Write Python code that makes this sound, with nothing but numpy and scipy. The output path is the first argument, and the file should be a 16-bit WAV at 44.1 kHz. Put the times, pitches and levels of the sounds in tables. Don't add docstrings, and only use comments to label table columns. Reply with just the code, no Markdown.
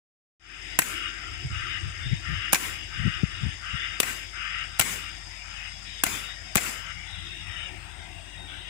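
import sys
import numpy as np
from scipy import signal
from scipy.fft import rfft, irfft, next_fast_len
from scipy.io import wavfile
from scipy.ndimage import uniform_filter1d

SR = 44100
rng = np.random.default_rng(int(sys.argv[2]) if len(sys.argv) > 2 else 0)


def file_out(sig):
    cols = np.atleast_2d(sig).T
    lim = np.clip(cols, -1, 1)
    pcm = np.round(lim * 32767).astype(np.int16)
    wavfile.write(sys.argv[1], SR, pcm)


N = 383229
TIME = np.arange(N) / SR

# (time [s], clack level [dB], clack length [s], exhaust level [dB], exhaust hold [s],
# clack left-right [dB], thud level [dB], chirp level [dB])
STROKES = [(0.789, 4, 0.0024, -29.5, 0.085, 3.5, -8.5, -45), (2.53, -1, 0.0044, -30.5, .13, 3, -7.5, -35),
           (4.001, -3, 0.0024, -31.5, 0.11, 12, -22, -45),
           (4.795, -3, 0.0054, -29.5, .13, 10.5, -13.5, -10.5),
           (6.036, -5.5, 0.0024, -31, 0.12, 7, -20, -51), (6.555, -4.5, 0.0037, -29.5, .13, 9, -11, -4.5)]
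# (time [s], length [s], whirr level [dB], rush level [dB])
WHIRRS = [(0.58, 0.183, -48, -39.5), (2.023, .14, -48, -42), (2.59, .17, -49, -40),
          (3.297, .24, -47, -41.5), (3.79, .18, -58, -40), (4.716, 0.45, -48.5, -46),
          (5.851, 0.15, -43.5, -44.5), (6.103, .22, -48.5, -45), (7.054, 0.37, -42.5, -45),
          (7.456, 0.24, -51.5, -41.5), (8.463, 0.26, -45, -43)]


def amp(db):
    return 10 ** (np.asarray(db) / 20)


def unit_rms(x):
    return x / np.sqrt(np.mean(x ** 2) + 1e-20)


def follow(rows, t=TIME):
    times, *columns = np.transpose(rows)
    return [np.interp(t, times, column) for column in columns]


def pan(balance_db):
    balance = np.atleast_1d(balance_db)
    return amp(np.array([np.minimum(balance, 0), np.minimum(-balance, 0)]))


def colour(rows, hz):
    freqs, *levels = np.transpose(rows)
    gain = amp([np.interp(np.log(hz + 1), np.log(freqs), db) for db in levels])
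    return gain / np.sqrt(1 + (0.84 * freqs[0] / (hz + 1)) ** 6)


def resonances(rows, hz):
    return np.sqrt(sum((pan(balance) * amp(db) / (1 + ((hz - centre) / width * 2) ** 2)) ** 2
                       for centre, width, db, balance in rows))


def add(mix, start, sound):
    part = mix[:, max(round(start * SR), 0):][:, :sound.shape[1]]
    part += sound[:, :part.shape[1]]


def spell(start, length, rise, fall, t=TIME):
    age = t - start
    return np.clip(age / rise, 0, 1) * np.exp(-np.clip((age - length) / fall, 0, 20))


def drift(knots):
    return np.interp(TIME, np.linspace(0, N / SR, knots), rng.standard_normal(knots))


def white(count, correlation):
    left, other = rng.standard_normal((2, count))
    return np.array([left, correlation * left + np.sqrt(1 - correlation ** 2) * other])


def turbulence(response, rows, correlation, patchy_db):
    hz, _, spectra = signal.stft(white(N, correlation), SR, nperseg=2048, noverlap=1536)
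    patches = uniform_filter1d(rng.standard_normal(spectra.shape[1:]), size=14, axis=0)
    patches = unit_rms(uniform_filter1d(patches, size=6, axis=1))
    spectra = spectra * response(rows, hz)[:, :, None] * amp(patchy_db * patches)
    return unit_rms(signal.istft(spectra, SR, nperseg=2048, noverlap=1536)[1][:, :N])


def through_body(force, rows):
    hz = abs(np.fft.fftfreq(4096, 1 / SR))
    log_gain = np.log(colour(rows, hz) + 1e-4)
    response = np.fft.ifft(np.exp(np.conj(signal.hilbert(log_gain)))).real[:, :2048]
    return signal.oaconvolve(force, response / np.sqrt((response ** 2).sum() / 2), axes=1)[:, :N]


def free_vibration(modes):
    t = np.arange(SR // 6) / SR
    return sum(amp(db - 60 * t / t60) * np.sin(2 * np.pi * hz * t) for hz, db, t60 in modes)


def workshop(floor_db=-44, waver_rad=0.52):
    # (frequency [Hz], left level [dB], right level [dB])
    wash = [(25, -30, -59), (82, -9, -21), (200, -24, -22), (450, -30, -32), (1340, -19.5, -29.5),
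            (2040, -10.5, -38), (3000, -13.5, -32), (3940, -32.5, -31), (6000, -28.5, -37.5),
            (8640, -30, -61), (11460, -64, -37.5), (13000, -51, -64), (14800, -47, -42), (15800, -43, -60)]
    # (frequency [Hz], width [Hz], level [dB], left-right [dB])
    rumble = [(86, 12, 3.5, 24), (134, 15, -5, 18), (178.7, 13, -2.5, 18)]
    drone = [(327, 125, 0.5, 9)]
    upper_drone = [(727, 176, -2.5, 9), (930, 150, -8.5, 15)]
    # (time [s], rumble [dB], drone [dB], upper drone [dB])
    levels = [(.4, -52, -54, -58), (2.8, -49, -56, -61.5), (4.2, -52.5, -62, -59.5), (6.8, -49, -67, -57),
              (7.2, -42.5, -59, -61), (7.6, -45, -56.5, -53), (8.69, -47.5, -58, -52)]
    # (frequency [Hz], level [dB], left-right [dB])
    hum = [(49.7, -44.5, 14), (86.5, -55, 14)]
    rumble_db, drone_db, upper_db = follow(levels)
    out = amp(floor_db) * turbulence(colour, wash, 0.023, 2.6)
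    out += amp(rumble_db) * turbulence(resonances, rumble, 0.12, 1.4)
    out += amp(drone_db) * turbulence(resonances, drone, 0.019, 3)
    out += amp(upper_db) * turbulence(resonances, upper_drone, 0.092, 3)
    for hz, db, balance in hum:
        phase = 2 * np.pi * hz * TIME + waver_rad * drift(knots=40)
        out += np.sqrt(2) * amp(db) * pan(balance) * np.sin(phase)
    return out


def leak():
    # (frequency [Hz], width [Hz], level [dB], left-right [dB])
    main = [(4732, 150, -1.5, 9), (5048, 303, 5, 12), (5467, 120, 1.5, 30), (6397, 147, 0, 43),
            (7045, 116, -3, 62), (7660, 140, -5.5, 22), (8220, 103, -2, 21), (9410, 190, -15, 11),
            (10400, 400, -31, -16), (11080, 240, -25, -11)]
    lobe = [(5420, 280, -5, 10), (6730, 170, -10, 20)]
    jet = [(8166, 240, 0.5, 26), (8550, 250, -7.5, 20), (10330, 250, -15.5, -12)]
    # (time [s], level [dB])
    main_level = [(.4, -45), (4, -45), (6.7, -44.5), (7.1, -53), (7.85, -55.5), (8.69, -57.5)]
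    lobe_level = [(6.6, -57), (6.95, -48.5), (7.15, -54), (7.65, -53.5), (7.85, -69)]
    jet_level = [(.4, -86), (6.6, -72), (7.1, -56), (8, -55), (8.69, -55.5)]
    beams = [(main_level, main), (lobe_level, lobe), (jet_level, jet)]
    return sum(amp(follow(level)[0]) * turbulence(resonances, rows, 0.57, 0.73) for level, rows in beams)


def swish_powers(rise_s=0.072, fall_s=0.04, swell_db=5.5, swell_s=0.24):
    # (time [s], push length [s], push level [dB], return level [dB])
    cycles = [(0.375, .19, -37, -60), (0.808, 0.27, -32.5, -41), (1.483, 0.29, -32.5, -41.5),
              (2.205, 0.28, -32.5, -39.5), (2.896, 0.28, -33, -41), (3.6, 0.27, -33, -40),
              (4.318, 0.31, -33, -48.5), (4.858, 0.23, -38, -73), (5.42, 0.25, -39, -65),
              (6.10, 0.21, -41.5, -63), (6.65, 0.26, -38, -48.5), (7.4, 0.25, -40, -50)]
    upper, low, late = np.zeros((3, N))
    for start, length, push_db, return_db in cycles:
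        push = amp(push_db) * spell(start, length, rise_s, fall_s)
        back = amp(return_db) * spell(start + length, 0.36, rise_s, fall_s)
        swell = amp(swell_db * (np.clip((TIME - start) / swell_s, 0, 1) - 1))
        upper += (push * swell) ** 2 + back ** 2
        low += (amp(push_db - 1.5) * spell(start, length, 0.043, fall_s)) ** 2
        low += (amp(return_db + 1) * spell(start + length, 0.26, rise_s, fall_s)) ** 2
        late += (push * swell ** 2) ** 2
    return upper, low, late


def swish(upper_power, low_power, late_power, gain_db=2, idle_db=-62, ring_db=-9, split_hz=1600):
    # (frequency [Hz], left level [dB], right level [dB])
    spectrum = [(890, -77, -47), (1198, -5, -10.5), (1200, -5.5, -12), (1970, -1.5, -16.5),
                (2380, -5, -14.5), (2980, -1, -7), (3446, -16.5, -14), (4060, -63, -50), (6000, -35, -60),
                (15700, -82, -62)]
    # (frequency [Hz], width [Hz], level [dB], left-right [dB])
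    ring = [(2883, 220, 0, 30)]
    # (time [s], relative left-right [dB])
    side = [(.4, 12.5), (4.6, 13.5), (5.4, 15.5), (6.3, 16), (7.1, 19.5), (8.69, 20)]
    rush_power = sum((amp(db) * spell(start, length, rise=0.021, fall=0.019)) ** 2
                     for start, length, _, db in WHIRRS)
    noise = turbulence(colour, spectrum, 0.52, 1.95)
    low = signal.sosfiltfilt(signal.butter(4, split_hz, fs=SR, output="sos"), noise)
    out = np.sqrt(upper_power + rush_power + amp(idle_db) ** 2) * (noise - low)
    out += np.sqrt(low_power) * low
    out += amp(ring_db) * np.sqrt(late_power) * turbulence(resonances, ring, 0.7, 1.5)
    return amp(gain_db) * pan(follow(side)[0] - 10) * out


def whirr(swish_power, gain_db=1, idle_db=-53.5, coupling_db=-15):
    # (frequency [Hz], width [Hz], level [dB], left-right [dB])
    bands = [(3370, 176, -1, 5.5), (3585, 55, 1, 10), (3684, 66, 1, 7), (3807, 180, -4.5, 16)]
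    power = swish_power * amp(coupling_db) ** 2 + amp(idle_db) ** 2
    for start, length, db, _ in WHIRRS:
        power += (amp(db) * spell(start, length, rise=0.021, fall=0.019)) ** 2
    return amp(gain_db) * np.sqrt(power) * turbulence(resonances, bands, 0.1, 2.3)


def valve(decay_s=0.0025, slam_s=0.0005, tail_s=0.025, tail_db=-25, full_strike_s=0.0036, chatter=0.61):
    # (frequency [Hz], left level [dB], right level [dB])
    body = [(171, 3, -11.5), (740, -1, 8), (1700, 0.5, 3), (2740, 3, -8.5), (3480, -3, -6), (5270, -2, -17),
            (6900, -1.5, -4), (7850, -12, -6.5), (7800, 6, -70), (8960, -0.5, 0), (11100, 1.5, 7.5),
            (12300, -7.5, -9), (15300, -1, 6), (17200, -45, -26)]
    force, t = np.zeros((2, N)), np.arange(3500) / SR
    for start, db, length, _, _, balance, *_ in STROKES:
        slam = 1 + 2.05 * np.exp(-t / slam_s)
        tail = amp(tail_db) * np.exp(-t / tail_s)
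        envelope = slam * np.exp(-np.maximum(t - length, 0) / decay_s) + tail
        grains = unit_rms(white(len(t), 1.0) * np.exp(chatter * rng.standard_normal(len(t))))
        grains[:, 0] += 3.1 * min(length / full_strike_s, 1)
        add(force, start, amp(db) * pan(balance) * envelope * grains)
    return through_body(force, body)


def thuds(balance_db=7):
    # (frequency [Hz], level [dB], t60 [s])
    modes = [(110, -3, 0.14), (205, -28, .05), (260.4, -9.5, 0.098), (309, 15, 0.046), (842, 12, 0.059)]
    out, thud = np.zeros((2, N)), free_vibration(modes)
    for start, *_, db, _ in STROKES:
        add(out, start, amp(db) * pan(balance_db) * thud / abs(thud).max())
    return out


def exhaust(rise_s=0.004, bright_decay_s=0.058, dull_decay_s=0.074, split_hz=4200, flutter=0.041):
    # (frequency [Hz], left level [dB], right level [dB])
    spectrum = [(90, -6, -9), (194, -4, -11), (710, -11, -17), (2200, 1.5, -15), (3470, -8.5, -17),
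                (4400, -13, -15.5), (5800, -11, -19.5), (7400, -3, -18), (8340, -6.5, -41),
                (9400, -12, -14.5), (11100, -22, -8.5), (13900, -28, -22), (15000, -6, -10),
                (15700, -29, -27)]
    jet = turbulence(colour, spectrum, 0.24, 2.7)
    low = signal.sosfiltfilt(signal.butter(2, split_hz, fs=SR, output="sos"), jet)
    out, t = np.zeros((2, N)), np.arange(SR * 3 // 5) / SR
    for start, _, _, db, hold, *_ in STROKES:
        now = round(start * SR) + np.arange(len(t))
        emptying = np.maximum(t - hold, 0)
        ripple = unit_rms(uniform_filter1d(rng.standard_normal(len(t)), size=300))
        flow = amp(db) * (1 - np.exp(-t / rise_s)) * (1 + flutter * ripple)
        bright = (jet[:, now] - low[:, now]) * np.exp(-(emptying / bright_decay_s) ** 1.14)
        dull = low[:, now] * np.exp(-emptying / dull_decay_s)
        add(out, start, flow * (bright + dull))
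    return out


def chirps(end_hz=130, sweep_hz=3300, fall_s=0.001808, delay_s=0.002745):
    out, t = np.zeros((2, N)), np.arange(400) / SR
    phase = 2 * np.pi * np.cumsum(end_hz + sweep_hz * np.exp(-(t / fall_s) ** 2)) / SR
    chirp = np.sin(phase) * signal.windows.tukey(len(t), 0.15) * np.exp(-t / 0.012)
    for start, *_, db in STROKES:
        add(out, start + delay_s, amp(db) * pan(29) * chirp)
    return out


def pistons(tick_db=3, bracket_db=1.5, balance_db=8, contact_s=0.00021):
    # (time [s], level [dB], decay time [s], relative tick level [dB])
    knocks = [(0.8185, -7, 0.0041, -7.5), (2.5243, -26, 0.0013, 9), (2.5448, -6, 0.0044, -0.5),
              (2.5544, -7, 0.0056, -8), (4.0298, -11, 0.0044, -8.5), (4.7893, -27, 0.0011, 4),
              (4.8098, -12.5, 0.0038, 3), (4.8170, -14, .003, -3), (4.8210, -9, 0.0028, -10),
              (6.0640, -13, 0.005, -7.5), (6.0790, -34, .004, -6), (6.5495, -30, 0.0011, 6),
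              (6.5693, -16, 0.0024, 8.5), (6.5760, -12.5, 0.006, -3.5), (6.5808, -12, 0.0023, -16)]
    # (frequency [Hz], left level [dB], right level [dB])
    stops = [(173, -35, -47), (756, -2, -25), (1100, -30, -7), (1490, 3, -47), (2010, -9.5, -42),
             (2070, 3.5, -30), (3000, 0.5, -15), (5400, -9.5, -4), (6840, -1.5, -4), (8600, -8, -14),
             (11000, -15, -8), (13500, -29, -15), (15200, -1, -11), (15800, -29, -25)]
    # (frequency [Hz], level [dB], t60 [s])
    modes = [(734, -14.5, 0.06), (1600, -30, 0.037), (1780, -4, 0.013), (2076, 1.5, 0.036),
             (2373, 9, 0.012), (2536, -2, 0.043)]
    force, tick = np.zeros((2, 2, N))
    t = np.arange(2600) / SR
    for start, db, decay, hard_db in knocks:
        blow = amp(db) * (1 - np.exp(-t / contact_s)) * np.exp(-t / decay) * white(len(t), 0.15)
        add(force, start, blow)
        add(tick, start, amp(hard_db) * blow)
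    bracket = free_vibration(modes)
    ringing = signal.oaconvolve(force, bracket[None] / np.linalg.norm(bracket), axes=1)[:, :N]
    return amp(tick_db) * through_body(tick, stops) + amp(bracket_db) * pan(balance_db) * ringing


def draught(low_hz=56, eddy_hz=112, eddy_db=-43, gust_db=5, puff_hz=137.4, hz_per_db=3.5):
    # (time [s], peak level [dB], half length [s], left-right [dB])
    puffs = [(1.459, -22.5, 0.012, 1), (1.52, -22.5, 0.012, -8.5), (1.565, -27.5, 0.0075, 23),
             (1.863, -24, 0.052, 6.5), (2.07, -20.5, 0.0087, 34), (2.132, -11.5, 0.01, 38),
             (2.317, -20, 0.024, 37), (2.37, -28, 0.027, 4), (3.007, -19, 0.019, 28),
             (3.071, -10.5, 0.019, 32), (3.241, -7, 0.0028, 45), (3.438, -15, 0.016, 18),
             (3.472, -16.5, 0.015, 21), (3.747, -21.5, 0.0086, 36)]

    def low_band(x, edge_hz):
        band = [low_hz, max(edge_hz, low_hz + 20)]
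        return signal.sosfilt(signal.butter(3, band, "band", fs=SR, output="sos"), x)

    gusts = amp(gust_db * drift(knots=130))
    eddies = unit_rms(gusts * low_band(white(N, 0.17), eddy_hz))
    out = amp(eddy_db) * pan(4) * spell(start=1.17, length=2.4, rise=0.054, fall=0.065) * eddies
    t = np.arange(-6000, 6000) / SR
    for centre, db, half_length, balance in puffs:
        burst = white(len(t), 0.22) * np.exp(-abs(t / half_length) ** 1.5)
        puff = low_band(burst, puff_hz + hz_per_db * (db + 20.5))
        add(out, centre + t[0] - 0.007, amp(db) * pan(balance) * puff / abs(puff).max(1, keepdims=True))
    return out


def whistles(width_hz=66, balance_db=10):
    # (time [s], length [s], pitch [Hz], level [dB])
    notes = [(2.007, .06, 3570, -42), (2.039, 0.14, 3710, -44.5), (3.15, 0.07, 3600, -48),
             (3.778, 0.075, 3540, -40), (3.875, 0.081, 3660, -45), (6.107, .08, 3555, -41),
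             (6.222, .09, 3700, -42), (6.446, 0.051, 3660, -54), (7.439, .19, 3700, -48),
             (8.357, .1, 3740, -41.5)]
    out, t = np.zeros((2, N)), np.arange(SR // 2) / SR
    narrow = signal.butter(2, width_hz / 2, fs=SR, output="sos")
    for start, length, hz, db in notes:
        waver = signal.sosfilt(narrow, rng.standard_normal(len(t)) + 1j * rng.standard_normal(len(t)))
        tone = (waver / np.sqrt(abs(waver) + 1e-12) * np.exp(2j * np.pi * hz * t)).real
        envelope = spell(0, length, rise=0.021, fall=0.019, t=t)
        add(out, start, amp(db) * pan(balance_db) * envelope * unit_rms(tone))
    return out


def interference(x, patch_s=0.13, patch_hz=190):
    # (time [s], depth [dB])
    depth = [(4.5, 1), (5.3, 2), (7, 2.4), (7.9, 3.3), (8.69, 2.8)]
    hz, t, spectra = signal.stft(x, SR, nperseg=1024, noverlap=768)
    field = rng.standard_normal(spectra.shape[1:])
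    field = uniform_filter1d(field, size=round(patch_hz / hz[1]), axis=0)
    field = unit_rms(uniform_filter1d(field, size=round(patch_s / t[1]), axis=1))
    bass_taper = np.minimum(hz / (2 * patch_hz), 1)[:, None]
    gain = amp(follow(depth, t)[0] * field * bass_taper)
    gain /= np.sqrt((gain ** 2).mean(0))
    return signal.istft(spectra * gain, SR, nperseg=1024, noverlap=768)[1][:, :N]


def reverberation(x, gap_s=0.006):
    # (frequency [Hz], t60 [s])
    decay_times = [(100, 0.23), (1000, 0.066), (4000, 0.42), (9000, 0.38), (16000, 0.17)]
    hz, t, spectra = signal.stft(rng.standard_normal((2, SR // 2)), SR, nperseg=256)
    t60 = np.interp(hz, *np.transpose(decay_times))
    tail = signal.istft(spectra * amp(-60 * t / t60[:, None]) * (t > gap_s), SR, nperseg=256)[1]
    return signal.fftconvolve(x, tail / np.linalg.norm(tail[0]), axes=1)[:, :N]


def standing_waves(x, dip_db=-2.0):
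    # (frequency [Hz], width [Hz], lift above the dip [dB])
    peaks = [(1373, 35, 5), (1562, 30, 5), (1851, 35, 4), (2102, 60, 3), (2490, 40, 3), (2850, 60, 4),
             (3544, 30, 3), (6694, 35, 3), (7224, 55, 3), (7384, 35, 3), (7840, 30, 4), (8442, 55, 3),
             (11218, 65, 4), (15187, 100, 3)]
    size = next_fast_len(N + 4096)
    hz = np.fft.rfftfreq(size, 1 / SR)
    lift = 1 + sum((amp(db) - 1) / (1 + 2j * (hz - centre) / width) for centre, width, db in peaks)
    dip = amp(dip_db * np.clip(hz / 1200, 0, 1))
    return irfft(rfft(x, size) * lift * dip, size)[:, :N]


def limiter(x, threshold_db=-14, detector_fall_db_per_s=140, strength=0.64):
    power_db = 10 * np.log10(abs(uniform_filter1d((x ** 2).mean(0), size=130)) + 1e-12)
    fall_db = TIME * detector_fall_db_per_s
    held_db = np.maximum.accumulate(power_db + fall_db) - fall_db
    over_db = np.maximum(held_db - threshold_db, 0)
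    return x * amp(-strength * uniform_filter1d(over_db, size=60))


def scene(room_db=-20, lag_samples=37):
    def lag_left(x):
        return np.array([np.roll(x[0], lag_samples), x[1]])

    rig = valve() + thuds() + chirps() + pistons() + exhaust()
    upper, low, late = swish_powers()
    machinery = swish(upper, low, late) + whirr(upper) + whistles()
    background = interference(lag_left(machinery) + workshop())
    direct = lag_left(rig + leak())
    return standing_waves(direct + amp(room_db) * reverberation(rig) + background) + draught()


def record(dry, open_s=0.397, fade_s=0.31, ceiling=0.86, cutoff_hz=15900):
    fade_in = np.clip(0.06 + (TIME - open_s) / fade_s, 0, 1) * (TIME > open_s)
    rounded = ceiling * np.tanh(limiter(dry) * fade_in / ceiling)
    low_pass = signal.firwin(511, cutoff_hz, window=("kaiser", 9), fs=SR)
    return signal.oaconvolve(rounded, low_pass[None], "same")


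dry = scene()
out = record(dry)
file_out(out)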